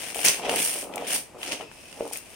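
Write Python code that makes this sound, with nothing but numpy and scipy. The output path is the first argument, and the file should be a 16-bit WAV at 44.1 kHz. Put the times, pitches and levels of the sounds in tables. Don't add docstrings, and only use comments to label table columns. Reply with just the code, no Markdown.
import sys
import numpy as np
from scipy import signal
from scipy.fft import rfft, irfft, next_fast_len
from scipy.io import wavfile
from scipy.ndimage import uniform_filter1d

SR = 44100
rng = np.random.default_rng(int(sys.argv[2]) if len(sys.argv) > 2 else 0)


def store_wav(level_fs):
    pcm = np.round(np.clip(np.atleast_2d(level_fs), -1, 1) * 32767)
    wavfile.write(sys.argv[1], SR, pcm.T.astype(np.int16))


N = 103635
T = np.arange(N) / SR

# (start [s], end [s], fizz level midway [dB], swell from start to end [dB],
# crinkle against fizz [dB], extra fizz above SPLIT_HZ [dB], left over right [dB])
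PULLS = [(-.01, 0.117, -37, -2, -3.5, -2, 2), (0.142, 0.243, -35, 5, -3.5, 1, 3.5),
         (0.2447, 0.29, -18.5, -2, -6.5, -2.5, 0), (0.295, 0.388, -35, -8, -1.5, -2, -0.5),
         (0.417, 0.469, -39, 8.5, 2, -10, 0), (0.488, 0.605, -32.5, 5.5, 0, 0.5, -1),
         (0.562, 0.66, -31.5, 9, -6.5, 4, -1.5), (0.677, 0.823, -34.5, -6.5, -5, 3, -0.5),
         (0.915, 1.113, -47.5, 17, 2.5, -4, 0), (1.07, 1.155, -30, 11, -6, 1, -0.5),
         (1.38, 1.441, -47, 16.5, -2, -0.5, 0.5), (1.459, 1.495, -34, 2.5, -5, -9, 1),
         (1.512, 1.52, -30, 8.5, -3.5, -8, -1.5), (1.574, 1.613, -47, 5.5, 1.5, -6, 1),
         (1.708, 2.127, -49.5, 7.5, -5.5, -3, -0.5), (2.125, 2.185, -38, -10, -8.5, -2.5, 1.5),
         (2.175, 2.35, -53, 8, -3.5, -1, 1.5)]
# (time [s], level [dB], ring pitch [Hz], left over right [dB])
CRACKS = [(0.1594, -24, 8300, 6), (0.191, -26.5, 3170, -8), (0.232, -24, 2940, -7), (0.2494, -16, 9800, 23),
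          (0.2526, -23, 8800, -29), (0.2622, -7.5, 6170, -5), (0.2763, -15, 2580, 1),
          (0.2834, -4.5, 6040, -7), (0.286, -13, 8600, 6), (0.2944, -13, 6250, 3), (0.4945, -15, 2980, -2),
          (0.5594, -15.5, 9200, 4), (0.5938, -18.5, 8300, 5), (0.627, -14, 9990, -4),
          (0.648, -13, 9800, -2), (.938, -30.5, 2540, 4.5), (.958, -21, 9500, 0), (0.9789, -26, 2360, 5),
          (1.416, -34, 3000, 4), (1.4304, -22.5, 3050, -5), (1.4495, -28.5, 2600, -5),
          (1.7146, -37, 1430, 1), (1.9268, -33, 2830, -7), (2.0076, -38, 2610, 3.5),
          (2.077, -34.5, 8750, 10), (2.133, -24, 9500, 14.5), (2.1577, -33, 2320, 4),
          (2.172, -21.5, 9360, 4.5)]
# (start [s], end [s], level midway [dB], swell from start to end [dB])
FLEXES = [(0, 0.288, -47, 8), (0.356, 0.544, -33.5, 13.5), (0.6, 0.777, -46.5, 21.5),
          (0.827, 1.025, -36.5, 5.5), (1.06, 1.189, -44, 0), (1.333, 1.548, -41, 8),
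          (1.6, 1.629, -35.5, -6), (1.946, 2.067, -41.5, 12), (2.272, 2.283, -48.5, -17)]
# (time [s], level [dB], pop pitch [Hz])
BUCKLES = [(.159, -22.5, 700), (.190, -23.5, 690), (.396, -25.5, 830), (.438, -22, 740), (.45, -25, 735),
           (.467, -21, 507), (0.4794, -20, 585), (0.4931, -16, 613), (.529, -19, 545), (.539, -16.5, 710),
           (.829, -27, 605), (.904, -34, 685), (0.9508, -26.5, 605), (0.9706, -20, 735), (1.0228, -21, 700),
           (1.532, -24.5, 450), (1.6, -28, 633), (2.0077, -13.5, 550), (2.052, -28, 795), (2.112, -29, 800)]
# (pitch [Hz], level against the pop [dB], time to fall 60 dB [s])
BOX_RING = [(274, -25, 0.075), (465, -15.5, 0.13), (541, -24, 0.082), (720, -15.5, 0.027)]
# (start [s], end [s], level midway [dB], swell [dB])
RUB = (1.62, 1.91, -56, -1)
# (frequency [Hz], relative level [dB])
FIZZ_COLOUR = [(3500, -20), (4100, -10), (5200, -4), (6200, -5), (7600, -9), (8800, 4), (10000, -2),
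               (10800, -8.5), (14500, -13.5), (15700, -13.5)]
# (frequency [Hz], relative level [dB])
CRINKLE_COLOUR = [(110, -10.5), (270, 1), (700, 0.5), (1150, -7), (1700, -1.5), (2400, 2.5), (3050, 3.5),
                  (3600, -3.5), (4200, -11)]
# (frequency [Hz], relative level [dB])
RUSTLE_COLOUR = [(110, -35), (190, -10), (265, -3), (380, -4.5), (530, -1), (820, -4), (1050, -11),
                 (1350, -13.5)]
# (frequency [Hz], relative level [dB])
RUB_COLOUR = [(2400, -18), (2590, 1), (2850, -16), (4600, -24), (5030, -11)]
# (frequency [Hz], relative level [dB])
HUSH_COLOUR = [(25, 0.5), (270, 1.5), (650, 0), (1500, -11), (2600, -7), (3900, -16.5), (9000, -15.5),
               (15000, -29)]
# (frequency [Hz], left over right [dB])
PORTS = [(600, 0.5), (1700, 1), (2400, 7.5), (3100, 3.5), (4200, -3), (6100, -1.5), (7400, 0.5), (8900, 1),
         (10200, 0.5), (14700, 6.5)]
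# (frequency [Hz], gain [dB])
CRACK_COLOUR = [(500, 5), (2700, 9.0), (4000, -1), (6000, 4.5), (9000, 3.0), (12000, 1.5)]
# (frequency [Hz], gain [dB])
SIDE_COLOUR = [(500, -32.5), (1400, 0.5)]

FIZZ_TRIM_DB, CRINKLE_TRIM_DB, RUSTLE_TRIM_DB = 0.5, 0.5, -3.5
CRACK_TRIM_DB, BUCKLE_TRIM_DB, HUSH_DB = 2, -1.5, -51
SPLIT_HZ = 7340
PULL_ATTACK_S, PULL_RELEASE_S = .006, 0.025
FLEX_ATTACK_S, FLEX_RELEASE_S = 0.015, 0.013
CRACK_RISE_S, CRACK_RING_S, CRACK_TICK_S = 0.00054, 0.00074, 0.0021
TICK_DB, TICK_SLOPE_DB_PER_OCT = -6.5, 7
POP_S = 0.00097
ROOM_T60_S, ROOM_GAP_S = 0.25, 0.0068
ROOM_PAPER_DB, ROOM_BODY_DB = -8, -5.5
TOP_HZ = 15800


def tearing():
    large = snaps(per_s=600, spread_db=3.1, decay_s=.0007)
    catches = snaps(per_s=110, spread_db=2, decay_s=.005)
    shared = large + .4 * catches
    fibres = shared + snaps(per_s=2200, spread_db=3.5, decay_s=.0004)
    folds = shared + .9 * snaps(per_s=450, spread_db=3, decay_s=.0014)

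    fizz_power = top_power = crinkle_power = 0
    for start, end, db, swell_db, crinkle_db, top_db, pan_db in PULLS:
        pull = stroke(start, end, db, swell_db, PULL_ATTACK_S, PULL_RELEASE_S)
        power = pan(pull, 2 * pan_db)
        fizz_power = fizz_power + power
        top_power = top_power + power * undb(top_db) ** 2
        crinkle_power = crinkle_power + power * undb(crinkle_db) ** 2

    grain = unit(colour(np.sqrt(fibres) * noise(0.031), FIZZ_COLOUR))
    highpass = signal.butter(4, SPLIT_HZ, "high", fs=SR, output="sos")
    top = signal.sosfiltfilt(highpass, grain)
    fizz = (grain - top) * np.sqrt(fizz_power) + top * np.sqrt(top_power)
    creasing = unit(colour(np.sqrt(folds) * close_bass(noise(0.36)), CRINKLE_COLOUR))
    crinkle = creasing * np.sqrt(crinkle_power)
    return fizz * undb(FIZZ_TRIM_DB) + crinkle * undb(CRINKLE_TRIM_DB)


def cracks():
    out, t = np.zeros((2, N)), T[:1024]
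    f = np.maximum(np.fft.rfftfreq(len(t), 1 / SR), 1)
    rise = 1 - np.exp(-t / CRACK_RISE_S)
    for at, db, hz, pan_db in CRACKS:
        phase = 0.82 * rng.standard_normal((2, 1))
        ring = np.sin(2 * np.pi * hz * t + phase) * np.exp(-t / CRACK_RING_S)
        tilt = undb(-TICK_SLOPE_DB_PER_OCT * np.abs(np.log2(f / hz)))
        grit = irfft(rfft(noise(0.057, size=len(t))) * tilt)
        tick = unit(grit) * np.exp(-t / CRACK_TICK_S)
        crack = (ring + undb(TICK_DB) * tick) * rise
        add(out, at, pan(undb(db + CRACK_TRIM_DB) * crack, pan_db))
    return colour(out, CRACK_COLOUR, closed=False)


def buckles():
    out, t = np.zeros((2, N)), T[:4000]
    hz, db, t60 = np.array(BOX_RING).T[:, :, None]
    for at, peak_db, pop_hz in BUCKLES:
        pop = np.sin(2 * np.pi * pop_hz * t) * t / POP_S * np.exp(1 - t / POP_S)
        swing = np.sin(2 * np.pi * (hz * t + rng.random(hz.shape)))
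        modes = undb(db) * swing * np.exp(-np.log(1000) * t / t60)
        ring = np.sum(modes, axis=0) * (1 - np.exp(-t / POP_S))
        add(out, at, (pop + ring)[None] * undb(peak_db + BUCKLE_TRIM_DB))
    return out


def flexing():
    power = sum(stroke(start, end, db, swell_db, FLEX_ATTACK_S, FLEX_RELEASE_S)
                for start, end, db, swell_db in FLEXES)
    pops = snaps(per_s=330, spread_db=1.7, decay_s=.002)
    rustle = unit(colour(np.sqrt(pops) * noise(0.88), RUSTLE_COLOUR))
    return rustle * np.sqrt(power) * undb(RUSTLE_TRIM_DB)


def rubbing():
    start, end, db, swell_db = RUB
    song = unit(colour(noise(0.44), RUB_COLOUR))
    return song * np.sqrt(stroke(start, end, db, swell_db, FLEX_ATTACK_S, FLEX_RELEASE_S))


def room(x, wet_db, likeness):
    t = T[:SR // 2]
    decay = np.exp(-np.log(1000) * t / ROOM_T60_S)
    tail = noise(likeness, size=len(t)) * decay * (t > ROOM_GAP_S)
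    tail = tail / np.sqrt(np.sum(tail ** 2) / 2)
    return x + undb(wet_db) * signal.fftconvolve(x, tail, axes=1)[:, :N]


def background_hush():
    return unit(colour(noise(0.53), HUSH_COLOUR)) * undb(HUSH_DB)


def stroke(start, end, db, swell_db, attack_s, release_s):
    along = np.clip((T - start) / max(end - start, .01), 0, 1)
    attack = np.clip((T - start) / attack_s + .5, 0, 1)
    release = np.exp(-np.maximum(T - end, 0) / release_s)
    return (attack * release * undb(db + swell_db * (along - .5))) ** 2


def snaps(per_s, spread_db, decay_s):
    hit = rng.random(N) < per_s / SR
    size = undb(spread_db * np.minimum(rng.exponential(size=N), 4))
    decay = np.exp(-1 / (decay_s * SR))
    power = signal.lfilter([1], [1, -decay], hit * size ** 2) + 1e-9
    local_mean = uniform_filter1d(power, size=1500)
    return power / np.maximum(local_mean, 1e-9)


def close_bass(x):
    side = colour((x[0] - x[1]) / 2, SIDE_COLOUR, closed=False)
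    return x.mean(axis=0) + np.array([side, -side])


def noise(likeness, size=N):
    c = np.clip(likeness, -.99, .99)
    mid, side = rng.standard_normal((2, size))
    return (np.sqrt(1 + c) * mid + np.sqrt(1 - c) * side * np.array([[1], [-1]])) / np.sqrt(2)


def colour(x, points, closed=True):
    hz, db = np.array(points, float).T
    size = 2 * next_fast_len(N)
    octave, knots = np.log2(np.maximum(np.fft.rfftfreq(size, 1 / SR), 1)), np.log2(hz)
    gain_db = np.interp(octave, knots, db)
    if closed:
        outside = np.abs(octave - np.clip(octave, knots[0], knots[-1]))
        gain_db = gain_db - np.minimum(60 * outside, 70)
    cepstrum = irfft(np.log(undb(gain_db)))
    cepstrum[1:size // 2] *= 2
    cepstrum[size // 2 + 1:] = 0
    return irfft(rfft(x, size) * np.exp(rfft(cepstrum)))[..., :N]


def pan(x, db):
    return x * undb(np.array([db, -db]).reshape(2, -1) / 2)


def add(out, at_s, x):
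    i = int(at_s * SR)
    out[:, i:i + x.shape[1]] += x[:, :N - i]


def undb(db):
    return 10 ** (np.asarray(db) / 20)


def unit(x):
    return x / np.sqrt(np.mean(x ** 2))


def scene():
    paper = room(tearing() + cracks(), ROOM_PAPER_DB, likeness=0.036)
    body = room(flexing() + buckles(), ROOM_BODY_DB, likeness=0.45)
    return paper + body + rubbing() + background_hush()


def record(dry):
    left = colour(dry[0], [(hz, db / 2) for hz, db in PORTS], closed=False)
    right = colour(dry[1], [(hz, -db / 2) for hz, db in PORTS], closed=False)
    rounded = .8 * np.tanh(np.array([left, right]) / .8)
    lowpass = signal.ellip(10, .2, 80, TOP_HZ, fs=SR, output="sos")
    return signal.sosfilt(lowpass, rounded)


dry = scene()
out = record(dry)
store_wav(out)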